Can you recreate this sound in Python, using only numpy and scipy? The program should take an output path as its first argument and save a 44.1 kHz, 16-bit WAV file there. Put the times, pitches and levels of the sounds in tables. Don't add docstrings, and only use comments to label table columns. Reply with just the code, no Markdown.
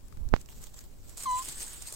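import sys
import numpy as np
from scipy import signal
from scipy.fft import rfft, irfft, next_fast_len
from scipy.io import wavfile
from scipy.ndimage import map_coordinates

SR = 44100
rng = np.random.default_rng(int(sys.argv[2]) if len(sys.argv) > 2 else 0)


def generate_wav(sig):
    pcm = np.round(np.clip(np.atleast_2d(sig).T, -1, 1) * 32767).astype(np.int16)
    wavfile.write(sys.argv[1], SR, pcm)


N = 85995
TIME_S = np.arange(N) / SR


def amp(db):
    return 10 ** (np.asarray(db) / 20)


def unit(x):
    return x / np.sqrt(np.mean(x ** 2) + 1e-20)


def along(points, hz):
    f, v = np.transpose(points)
    return np.interp(np.log(hz + 1), np.log(f + 1), v)


def curves(rows):
    s, *cols = np.transpose(rows)
    return [np.interp(TIME_S, s, c) for c in cols]


def wobble(rate_hz):
    return map_coordinates(rng.standard_normal(int(N * rate_hz / SR) + 4), [TIME_S * rate_hz])


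def filtered(x, response):
    m = next_fast_len(N + SR // 2)
    return irfft(rfft(x, m) * response(np.fft.rfftfreq(m, 1 / SR)), m)[..., :N]


def noise(colour, channels=1):
    return unit(filtered(rng.standard_normal((channels, N)), lambda hz: amp(along(colour, hz))))


def pan_gains(pan_db):
    return amp(np.array([[.5], [-.5]]) * pan_db)


def mid_side_gains(correlation, hz):
    angle = np.arccos(np.clip(along(correlation, hz), -1, 1)) / 2
    return np.array([np.cos(angle), np.sin(angle)])


# (frequency [Hz], gain [dB])
RUMBLE_COLOUR = [(15, 0.5), (35, -1), (60, -8), (110, -13), (200, -19), (400, -26), (800, -34.5),
                 (2000, -43.5), (5000, -44)]
HISS_COLOUR = [(500, 36), (2000, 14), (5000, 6), (8500, -28), (10000, -12), (12000, -30), (15000, -14)]

def rumble_and_hiss():
    rumble = amp(-47.5 + 1.5 * wobble(8.39)) * noise(RUMBLE_COLOUR, channels=2)
    hiss = amp(-69.5) * noise(HISS_COLOUR, channels=2)
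    return rumble + hiss


# (time [s], level [dB])
RUB_LEVEL = [(0, -45), (.1, -48.5), (.19, -37.5), (.22, -33), (.275, -33), (.3, -38), (.34, -40), (.4, -36),
             (.46, -52)]
# (frequency [Hz], gain [dB])
RUB_SPECTRUM = [(20, 7), (50, -2.5), (100, -5), (160, -18.5), (230, -18), (400, -33.5), (1000, -40),
                (3000, -80.5)]
# (time [s], gain [dB], half width [s])
FINGER_BUMPS = [(.212, -28, .003), (.229, -21, .004), (.27, -20, .0035)]

def finger_rub():
    rub_db, = curves(RUB_LEVEL)
    sound = amp(rub_db) * noise(RUB_SPECTRUM)[0]
    for s, db, half_width_s in FINGER_BUMPS:
        offset = (TIME_S - s) / half_width_s
        sound += amp(db) * offset * np.exp(-.5 * offset ** 2)
    return sound


POP_S, PORT_LEAK_HZ = .339, 27
PULL_LEAD_S, PULL_RISE_S, RELEASE_S, PEEL_DECAY_S = .0195, .012, .00023, .03
# (time [s], gain [dB], width [ms])
SKIN_TEARS = [(0.33, -26, 0.77), (0.3343, -19.5, 0.47), (.339, -1.5, 0.19), (.348, -25.5, 0.11),
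              (0.3604, -25.5, 0.1), (0.364, -15.5, 0.084)]
# (frequency [Hz], gain [dB])
PORT_COLOUR = [(1800, 0), (3200, -6), (6000, 3), (9000, -1)]
PEEL_SPECTRUM = [(300, -2), (1500, 5), (4000, 3.5), (7000, 1), (10000, -34), (14000, -6)]

def finger_pop():
    age = np.maximum(TIME_S - POP_S, 0)
    pull = np.clip((TIME_S - POP_S + PULL_LEAD_S) / PULL_RISE_S, 0, 1)
    suction = amp(-7.5) * np.sin(np.pi / 2 * pull) ** 2 * np.exp(-age / RELEASE_S)
    tears = sum(amp(db) * np.exp(1 - np.hypot(1, 2000 * (TIME_S - s) / width_ms))
                for s, db, width_ms in SKIN_TEARS)
    port = lambda hz: amp(along(PORT_COLOUR, hz)) * 1j * hz / (1j * hz + PORT_LEAK_HZ)
    peel = amp(-45) * (TIME_S > POP_S) * np.exp(-age / PEEL_DECAY_S) * noise(PEEL_SPECTRUM)[0]
    return filtered(-suction - tears, port) + peel


def leaf_scrapes(x, depth_db=2.5, patch_hz=833, patch_s=.022):
    hz, t, spectrum = signal.stft(x, SR, nperseg=256)
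    grid = np.meshgrid(hz / patch_hz, t / patch_s, indexing="ij")
    patches = map_coordinates(rng.standard_normal((128, 512)), grid, mode="wrap")
    return signal.istft(spectrum * amp(depth_db * patches), SR, nperseg=256)[1][:, :N]


def leaf_crackle(colour, correlation, pan, grains_per_s=900, spread_db=4, grain_share=.41):
    breaks = rng.random((2, N)) < grains_per_s / SR
    size_db = spread_db * np.minimum(rng.exponential(size=(2, N)), 4)
    grains = unit(breaks * np.sign(rng.standard_normal((2, N))) * amp(size_db))
    slide = rng.standard_normal((2, N))
    texture = leaf_scrapes(np.sqrt(grain_share) * grains + np.sqrt(1 - grain_share) * slide)
    mid, side = filtered(texture, lambda hz: amp(along(colour, hz)) * mid_side_gains(correlation, hz))
    return unit(filtered(np.array([mid + side, mid - side]), lambda hz: pan_gains(along(pan, hz))))


# (time [s], level [dB])
RUSTLE_LEVEL = [(0, -61), (.36, -70), (.41, -54), (.44, -67), (.51, -53.5), (.6, -59), (.645, -49.5),
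                (.675, -49.5), (.705, -60.5), (.79, -50), (.87, -63.5), (.97, -67), (1.1, -52.5),
                (1.165, -59), (1.176, -43), (1.21, -39), (1.24, -39.5), (1.255, -48), (1.28, -55),
                (1.31, -42.5), (1.335, -48), (1.385, -42), (1.435, -44), (1.495, -39), (1.548, -47),
                (1.637, -38.5), (1.66, -44), (1.75, -46.5), (1.8, -52), (1.845, -48), (1.875, -39.5),
                (1.905, -46.5), (1.95, -44.5)]
# (time [s], pan [dB])
RUSTLE_PAN = [(1.1, 7.5), (1.2, -1.5), (1.4, -3.5), (1.5, 2), (1.62, 0.5), (1.8, 0.5), (1.93, 1.5)]
# (frequency [Hz], gain [dB])
SHUFFLE_COLOUR = [(150, -11), (500, -2.5), (1200, -2), (2200, -6.5), (4000, -4), (6000, -2.5), (7800, 4),
                  (9800, -14), (12000, -7), (15500, -6.5)]
KICK_COLOUR = [(120, -41), (350, -24.5), (900, -15.5), (2200, -17), (4500, -12.5), (6000, -12.5),
               (7200, -6), (8400, -1), (9700, -17), (12000, -16), (15500, -19.5)]
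# (frequency [Hz], correlation [-1..1])
SHUFFLE_CORRELATION = [(300, 1), (1500, -0.17), (5000, 0.12), (7500, 0.7), (10500, 1), (14000, 0.78)]
KICK_CORRELATION = [(300, 1), (1500, -0.11), (5900, 0.081), (7000, 0.92), (10000, 0.85), (14000, 0.092)]
# (frequency [Hz], pan [dB])
SHUFFLE_BALANCE = [(400, -2.5), (2400, -10), (8000, -9), (15000, -7)]
KICK_BALANCE = [(400, 1.5), (2400, -5), (4400, -1), (8000, -1), (15000, -5.5)]

def leaf_rustle(kick_start_s=1.168, flicker_db=1.68):
    level_db, = curves(RUSTLE_LEVEL)
    pan_db, = curves(RUSTLE_PAN)
    shuffle = leaf_crackle(SHUFFLE_COLOUR, SHUFFLE_CORRELATION, SHUFFLE_BALANCE)
    kick = leaf_crackle(KICK_COLOUR, KICK_CORRELATION, KICK_BALANCE)
    texture = np.where(TIME_S < kick_start_s, shuffle, kick)
    return amp(level_db + flicker_db * wobble(70.17)) * pan_gains(pan_db) * texture


# (time [s], gain [dB], centre [Hz], t60 [s], pan [dB])
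LEAF_SNAPS = [(0.083, -49.5, 8060, 0.0065, 13), (.124, -51.5, 1020, 0.019, 8), (0.171, -51, 1100, 0.012, 7),
              (0.288, -49.5, 5650, 0.01, 18), (.413, -46.5, 6850, 0.015, 6),
              (.459, -48, 6160, 0.009, -14.5), (0.488, -48, 2220, 0.0092, -20),
              (.618, -49, 11000, 0.014, 5), (.639, -47, 8100, 0.014, -24.5),
              (0.742, -44.5, 7700, 0.011, -3), (0.79, -33.5, 5740, 0.007, -5), (.84, -49.5, 8250, 0.014, 2),
              (1.094, -43.5, 8500, 0.015, -3), (1.172, -46, 8200, 0.0076, -27),
              (1.235, -43, 7360, 0.061, 4), (1.312, -30.5, 7240, 0.006, 1), (1.389, -23, 7800, 0.0033, -11),
              (1.424, -40.5, 5440, 0.022, 2), (1.446, -52, 8600, 0.0085, 0), (1.48, -47.5, 335, 0.057, 1),
              (1.487, -25, 8200, 0.0054, -4), (1.598, -39, 8300, 0.013, 9), (1.683, -40, 8200, 0.011, 0),
              (1.821, -38, 7500, 0.027, -5), (1.924, -34, 7940, 0.019, 2)]

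def leaf_snaps(rise_s=.001, width_oct=.35, length=4096):
    out = np.zeros((2, N + length))
    age, hz = np.arange(length) / SR, np.fft.rfftfreq(length, 1 / SR)
    stereo = mid_side_gains(KICK_CORRELATION, hz)
    for s, db, centre_hz, t60_s, pan_db in LEAF_SNAPS:
        broad = amp(-6 + along(SHUFFLE_COLOUR, hz) / 2) / np.hypot(1, hz / (4 * centre_hz))
        peak = np.exp(-.5 * (np.log2((hz + 1) / centre_hz) / width_oct) ** 2)
        mid, side = irfft(rfft(rng.standard_normal((2, length))) * (broad + peak) * stereo)
        burst = unit(np.array([mid + side, mid - side]))
        envelope = 2 * amp(db - 60 * age / t60_s) * (1 - np.exp(-age / rise_s))
        start = round(s * SR)
        out[:, start:start + length] += pan_gains(pan_db) * envelope * burst
    return out[:, :N]


# (time [s], level [dB])
CRUNCH_LEVEL = [(1.1, -64), (1.18, -66.5), (1.26, -52), (1.33, -67), (1.42, -54.5), (1.49, -49),
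                (1.55, -52.5), (1.62, -46.5), (1.68, -54.5), (1.74, -54.5), (1.8, -55.5), (1.88, -57),
                (1.95, -59)]
# (frequency [Hz], gain [dB])
CRUNCH_COLOUR = [(100, -17), (330, -1.5), (800, -12.5), (1600, -3.5), (2300, -8), (4500, -4), (7000, -11.5)]

def litter_crunch():
    level_db, = curves(CRUNCH_LEVEL)
    started = TIME_S > CRUNCH_LEVEL[0][0]
    return amp(level_db) * started * leaf_crackle(CRUNCH_COLOUR, KICK_CORRELATION, KICK_BALANCE)


PITCH_JITTER, CALL_EDGE_S, CALL_PAN_DB, LEFT_LAG_S = .00085, .0065, .7, .00017
BUZZ_DB, BUZZ_DECAY_S, FLUTTER_DB, DRIFT_RAD = 6, .04, 2.2, .4
# (time [s], pitch [Hz], level [dB])
CALL = [(1.258, 1118, -30), (1.265, 1074, -32.5), (1.272, 1036, -30), (1.292, 1011, -29),
        (1.333, 997.4, -28), (1.372, 1010, -31.5), (1.402, 1040, -36), (1.422, 1056, -41.5),
        (1.429, 1110, -55)]
# (harmonic number, level [dB re fundamental])
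CALL_OVERTONES = [(2, -30.5), (3, -33), (4, -29), (5, -44), (6, -30.5), (7, -43), (8, -44)]

def toad_chirp():
    start_s, end_s = CALL[0][0], CALL[-1][0]
    pitch_hz, level_db = curves(CALL)
    phase = 2 * np.pi * np.cumsum(pitch_hz * (1 + PITCH_JITTER * wobble(150))) / SR
    buzz_db = BUZZ_DB * np.exp(-np.abs(TIME_S - start_s) / BUZZ_DECAY_S)
    delay_s = np.array([[.5], [-.5]]) * LEFT_LAG_S
    ports = lambda hz: pan_gains(CALL_PAN_DB) * np.exp(-2j * np.pi * hz * delay_s)
    tone = filtered(np.sin(phase), ports)
    for harmonic, db in CALL_OVERTONES:
        gain = amp(db + buzz_db + FLUTTER_DB * wobble(120))
        tone += gain * np.sin(harmonic * phase + DRIFT_RAD * wobble(82))
    gate = np.clip(np.minimum(TIME_S - start_s, end_s - TIME_S) / CALL_EDGE_S + .5, 0, 1)
    return np.sqrt(2) * amp(level_db) * gate * tone


def scene():
    left, right = leaf_rustle() + litter_crunch() + toad_chirp()
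    covered = amp(-34 * (TIME_S < POP_S))
    right = right * covered + finger_pop() + finger_rub()
    return np.array([left, right]) + leaf_snaps() + rumble_and_hiss()


def record(dry):
    return filtered(dry, lambda hz: hz < 15850)


dry = scene()
out = record(dry)
generate_wav(out)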